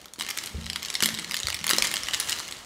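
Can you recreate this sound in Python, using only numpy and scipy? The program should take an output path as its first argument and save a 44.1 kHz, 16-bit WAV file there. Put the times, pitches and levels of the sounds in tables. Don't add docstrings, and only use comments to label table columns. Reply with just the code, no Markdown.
import sys
import numpy as np
from scipy import signal
from scipy.fft import rfft, irfft
from scipy.io import wavfile

SR = 44100
rng = np.random.default_rng(int(sys.argv[2]) if len(sys.argv) > 2 else 0)


def amplitude_ratio(level_db):
    exponent = np.asarray(level_db, float) / 20
    return 10 ** exponent


def wav_record(signal):
    frames = np.transpose(np.atleast_2d(signal))
    bounded = np.clip(frames, -1, 1)
    quanta = np.round(bounded * 32767).astype(np.int16)
    wavfile.write(sys.argv[1], SR, quanta)


N = 116865

# time_s, crackle_db
HANDLING = [(0, -50), (0.173, -71), (.195, -47.5), (.47, -38.5), (.53, -46), (.65, -49), (.93, -40.5),
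            (1.06, -44.5), (1.28, -42), (1.5, -45), (1.621, -50.5), (1.69, -31.5), (2.05, -39),
            (2.299, -31), (2.45, -39), (2.65, -46)]
# pitch_hz, level_db (per Hz)
FILM = [(70, -20.5), (300, -7.5), (1000, -14), (1600, -5), (2200, -4), (4300, -1.4), (8000, -1.5),
        (12000, -4.5), (16500, -24)]


def evened(x):
    return x / np.sqrt(np.mean(x ** 2) + 1e-20)


def read(points, hz):
    table_hz, value = np.transpose(points)
    return np.interp(np.log(hz + 1), np.log(table_hz + 1), value)


def add(mix, start_s, sound):
    part = mix[round(start_s * SR):][:len(sound)]
    part += sound[:len(part)]


def causal(points):
    log_gain = np.log(amplitude_ratio(read(points, abs(np.fft.fftfreq(2048, 1 / SR)))))
    return np.fft.ifft(np.exp(np.conj(signal.hilbert(log_gain)))).real[:512]


def band(x, edge_hz, kind):
    return signal.sosfilt(signal.butter(2, edge_hz, kind, fs=SR, output="sos"), x)


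def handling_db():
    time_s, level_db = np.transpose(HANDLING)
    return np.interp(np.arange(N) / SR, time_s, level_db)


def air():
    # pitch_hz, level_db (per Hz)
    air_colour = [(30, 5.5), (100, 5.5), (600, 2), (4000, -9), (10000, -19.5), (16500, -35)]
    air_db, rub_share = -50, 0.33
    spectrum = rfft(rng.standard_normal(N)) * amplitude_ratio(read(air_colour, np.fft.rfftfreq(N, 1 / SR)))
    rub_db = rub_share * (handling_db() - np.transpose(HANDLING)[1].mean())
    return amplitude_ratio(air_db + rub_db) * evened(irfft(spectrum, N))


def snap(level_db, hz, treble_db, chance, film):
    splits_per_s, ring_cycles, treble_run_s = 17000, 1.05, .0025
    treble_hz, film_low_hz = 7500, 450
    t = np.arange(chance.shape[1]) / SR
    run_s = .0012 * (.5 + chance[0, 0])
    first = 1.1 * chance[0, 1]
    place = chance[0, 2]

    splits = (chance[0] < splits_per_s / SR) * (2 * chance[1] - 1)
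    splits = splits * np.exp(-(t / run_s - .5) ** 2)
    splits = splits + first * (t == 0) * np.sign(chance[1, 0] - .5)

    ringing = np.exp(-t * hz / ring_cycles) * np.sin(2 * np.pi * hz * t)
    ring = band(np.convolve(splits, ringing)[:len(t)], .5 * hz, "high")
    body = band(np.convolve(splits, film)[:len(t)], treble_hz, "low")
    body = band(body, film_low_hz, "high")
    treble = band(splits * np.exp(-t / treble_run_s), treble_hz, "high")
    treble = band(treble, 1.2 * treble_hz, "low")
    mix = amplitude_ratio(-6) * evened(ring) + amplitude_ratio(0.5) * evened(body)
    mix = mix + amplitude_ratio(-0.26 + treble_db) * evened(treble)

    echo_s, echo_db, echo_spread = .00095, -7, .2
    lag = round(echo_s * (1 + echo_spread * (place - .5)) * SR)
    mix = mix + amplitude_ratio(echo_db) * band(np.pad(mix, (lag, 0))[:len(t)], treble_hz, "low")
    return amplitude_ratio(level_db - 1.5) * mix * np.sqrt(.0025 / t[-1])


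def crackle():
    crackles_per_s, size_spread_db, crackle_db = 1100, 3, -3
    hit, size, patch = rng.random((N, 3)).T
    size = amplitude_ratio(size_spread_db * np.minimum(-np.log(size + 1e-9), 3))
    size = size * (hit < crackles_per_s / SR)
    pitches = np.geomspace(1200, 8000, 30)
    patch = (patch * len(pitches)).astype(int)
    out, film = np.zeros(N), causal(FILM)
    for k, (hz, chance) in enumerate(zip(pitches, rng.random((len(pitches), 2, 512)))):
        out += signal.oaconvolve(size * (patch == k), snap(0, hz, -5, chance, film))[:N]
    return amplitude_ratio(handling_db() + crackle_db) * evened(out)


def snaps():
    # start_s, level_db, ring_hz, treble_db
    clear_snaps = [(0.0153, -44.5, 5900, -1), (0.057, -35.5, 1510, -2), (0.1363, -34, 8350, -2),
                   (0.19, -35, 4200, 2), (0.1976, -29, 3400, -15), (0.2015, -40, 4500, 5),
                   (0.209, -22.5, 3200, -8), (0.2196, -31, 4500, -10), (0.2234, -29, 2720, 1),
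                   (0.2645, -29.5, 2630, -7), (0.2875, -28, 2820, -9), (0.2907, -30, 6500, 0),
                   (0.3049, -31, 2570, 7.5), (0.3098, -27, 4500, -26), (0.3747, -24, 3000, 2.5),
                   (0.3862, -24.5, 5740, -23), (0.4373, -29, 4600, 0.5), (0.4602, -37.5, 8300, 8.5),
                   (0.4731, -31.5, 3550, -4), (0.6423, -38, 3780, -7), (0.6593, -35.5, 6900, -25),
                   (0.6645, -31, 3980, -5), (0.6995, -23.5, 5440, -9), (0.732, -31.5, 3900, -1.5),
                   (0.7589, -25, 3840, -2), (0.76, -27, 4160, -20), (0.829, -28.5, 5700, -1.5),
               (0.849, -28, 4380, -20), (0.8582, -31, 5800, -2), (0.884, -31.5, 3380, -27),
               (0.9013, -24, 6500, -20), (0.941, -27.5, 3960, 1), (0.9524, -20, 4040, -40),
               (1.005, -21.5, 2970, -15), (1.0243, -17.5, 5830, -4), (1.0254, -20, 2560, 3.5),
               (1.0299, -21.5, 3200, -22), (1.0351, -14.5, 4840, -2), (1.0448, -22, 7540, -9),
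               (1.0586, -15, 3500, 2.5), (1.0755, -29, 3000, -16), (1.089, -22.5, 2490, -26),
               (1.1427, -28, 3370, 0), (1.148, -30.5, 4200, -34), (1.1741, -33.5, 4200, -30),
               (1.1878, -26, 2420, -23), (1.191, -34.5, 2140, -4), (1.1953, -29, 7950, -10),
                   (1.2449, -29.5, 4260, -8), (1.311, -22.5, 2400, -4), (1.3198, -27.5, 4220, -2),
               (1.3427, -20, 4230, -2), (1.3672, -24.5, 4670, 0.5), (1.3899, -32, 5680, -24),
               (1.401, -27.5, 6560, -41), (1.4064, -34, 2500, -12), (1.4324, -25.5, 4570, -20),
               (1.47, -20.5, 4800, -5), (1.4839, -21.5, 1940, -7), (1.496, -34, 6000, -13),
               (1.502, -24, 3960, -3), (1.544, -24.5, 5380, 0.5), (1.548, -28.5, 3800, -2),
               (1.571, -46, 2870, -1), (1.5898, -33, 4370, -11), (1.6416, -22, 3140, -2.5),
               (1.667, -20, 2020, 2.5), (1.6931, -18.5, 4270, 0), (1.6989, -22.5, 2300, -11),
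               (1.7029, -20, 2440, 6), (1.7094, -12.5, 2670, -4), (1.7338, -17, 4020, -6),
                   (1.7647, -26.5, 2240, 1), (1.784, -14.5, 4630, -5), (1.8228, -11.5, 2400, -6),
                 (1.841, -27, 4050, 3), (1.845, -22, 2060, -22), (1.8491, -21.5, 7700, -30),
                 (1.8705, -23, 6000, -1), (1.9147, -23, 2340, -2.5), (1.9398, -20.5, 3830, 2),
                 (1.9678, -22, 3880, -13), (2.0343, -27, 4970, -10), (2.085, -23, 3700, -7),
                 (2.134, -30, 3370, -13), (2.1356, -22, 3400, -9), (2.1396, -22.5, 3660, -15),
                 (2.1456, -20, 3780, -5), (2.2, -22.5, 8750, 5), (2.2027, -25, 4640, -21),
                 (2.2952, -22, 4430, 3.5), (2.3082, -28.5, 4560, 3), (2.3208, -24, 4460, -31),
                 (2.3879, -30, 4050, -4), (2.3953, -29, 5770, -6), (2.4012, -28, 2020, -14)]
    # start_s, level_db
    rustles = [(.184, -46), (.37, -34), (1.679, -24.5), (1.685, -30), (1.748, -27), (2.273, -37),
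               (2.2876, -32), (2.327, -22), (2.486, -35), (2.511, -34), (2.524, -29), (2.568, -41)]
    # start_s, level_db, ring_hz
    ticks = [(0.0435, -44.5, 2500), (.0829, -46.5, 3620), (0.1595, -42, 1590), (.2347, -36.5, 4470),
             (.2487, -33, 2270), (0.276, -36.5, 2260), (0.3012, -29.5, 2400), (.5707, -43, 3400),
             (0.6057, -46, 2330), (0.6124, -37, 2280), (0.625, -43, 3230), (.6336, -44, 5990),
             (0.675, -42, 3790), (0.7315, -37, 4400), (.8117, -48, 2150), (.8238, -36, 3700),
             (0.8353, -37, 1830), (.9271, -36.5, 4570), (0.9667, -36, 3660), (1.105, -33, 2120),
             (1.1248, -39, 2200), (1.2208, -39, 4560), (1.226, -34, 1360), (1.2953, -33, 1480),
             (1.3355, -32, 3330), (1.3538, -32.5, 6290), (1.3575, -39, 6290), (1.372, -29.5, 4130),
             (1.382, -37, 6000), (1.455, -34, 3160), (1.4876, -38, 4120), (1.5231, -33, 3320),
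             (1.5273, -26.5, 3170), (1.5654, -35.5, 4350), (1.5699, -38, 3120), (1.604, -37, 3130),
             (1.6134, -34, 3230), (1.629, -39, 2370), (1.853, -23.5, 3640), (1.8632, -33, 2970),
             (1.8759, -26, 3570), (1.9244, -33, 3170), (1.958, -26, 5100), (1.977, -30, 3550),
             (2.0388, -50, 5220), (2.0514, -39, 4780), (2.06, -36, 3850), (2.0702, -31, 2850),
             (2.0988, -36, 4400), (2.1096, -30, 2930), (2.1421, -25.5, 4900), (2.2104, -28.5, 5120),
             (2.3757, -36, 4130), (2.4466, -42, 1730), (2.4796, -33.5, 7050), (2.5365, -48, 3880),
             (2.6465, -46, 7620)]
    rows = clear_snaps
    rows += [(start_s, level_db, 3600, -10) for start_s, level_db in rustles]
    rows += [(start_s, level_db, hz, -10) for start_s, level_db, hz in ticks]
    out, film = np.zeros(N), causal(FILM)
    for row, chance in zip(rows, rng.random((len(rows), 2, 512))):
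        start_s, level_db, hz, treble_db = row
        add(out, start_s, snap(level_db, hz, treble_db, chance, film))
    return out


def thuds():
    # start_s, level_db, pitch_hz
    blows = [(.184, -30, 298), (.51, -36.5, 208), (0.54, -19.5, 72), (.545, -32.5, 422), (0.578, -28, 170),
             (.64, -33, 85.6), (1.024, -23, 222), (1.026, -20.5, 351), (1.085, -28.5, 570),
             (1.128, -33, 112), (1.185, -30.5, 316), (1.287, -33.5, 196), (1.441, -26.5, 88),
             (1.482, -31, 570), (1.54, -33, 90), (1.61, -32, 192), (1.702, -23.5, 534), (1.731, -16.5, 354),
             (1.782, -19, 558), (1.8, -32, 48), (2.029, -41, 60)]
    rise_cycles, puff_db = .8, -11
    out, t = np.zeros(N), np.arange(SR // 4) / SR
    for (start_s, level_db, hz), puff in zip(blows, rng.standard_normal((len(blows), len(t)))):
        puff = band(band(puff, 1.34 * hz, "low"), .5 * hz, "high")
        tone = np.sin(2 * np.pi * hz * t) + amplitude_ratio(puff_db) * evened(puff)
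        t60_s = .012 + 5 / hz
        rise = np.minimum(t * hz / rise_cycles, 1)
        add(out, start_s, amplitude_ratio(level_db - 60 * t / t60_s) * rise * tone)
    return out


def tail(near):
    # pitch_hz, t60_s
    room_decay = [(100, 0.71), (1500, 0.88), (6000, 0.54), (15000, 0.37)]
    hz, t, z = signal.stft(rng.standard_normal(SR), SR, nperseg=256)
    z = z * amplitude_ratio(-60 * t / read(room_decay, hz)[:, None])
    out = signal.istft(z, SR, nperseg=256)[1]
    t = np.arange(len(out)) / SR
    rise = np.clip(t / 0.0023 - .5, 0, 1)
    out = out * rise * (1 + near * np.exp(-t / 0.0062))
    return out / np.linalg.norm(out)


def room_notes(x):
    # pitch_hz, level_db, t60_s
    low_notes = [(80.4, -28, .6), (168.7, -22.5, 0.75), (222, -19.5, 0.89)]
    t, answer = np.arange(SR) / SR, np.zeros(SR)
    for hz, level_db, t60_s in low_notes:
        ring = amplitude_ratio(-60 * t / t60_s) * np.sin(2 * np.pi * hz * t)
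        answer += amplitude_ratio(level_db) * ring / np.linalg.norm(ring)
    return signal.fftconvolve(x, answer)[:N]


def scene():
    film_room_db, near_db, box_room_db, turn_rad_per_s = -9, 10, -10, 23
    film, box = snaps() + crackle(), thuds()
    turn = np.arange(N) / SR * turn_rad_per_s
    wet = np.zeros(N)
    for k in range(3):
        share = np.cos(turn - k * 2 * np.pi / 3)
        wet += amplitude_ratio(film_room_db) * signal.fftconvolve(film * share, tail(amplitude_ratio(near_db)))[:N]
        wet += amplitude_ratio(box_room_db) * signal.fftconvolve(box * share, tail(0))[:N]
    return (film + box + wet + room_notes(box) + air())[None]


def low_pass(x):
    return signal.sosfilt(signal.butter(12, 16810, fs=SR, output="sos"), x)


def record(dry):
    low_cut_hz, edge_hz, limit = 38, 15780, 1.1
    mix = band(band(dry, low_cut_hz, "high"), low_cut_hz, "high")
    mix = limit * np.tanh(mix / limit)
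    edge = signal.firwin(255, edge_hz, window=("kaiser", 7), fs=SR)[None]
    return low_pass(signal.oaconvolve(mix, edge, "same"))


dry = scene()
out = record(dry)
wav_record(out)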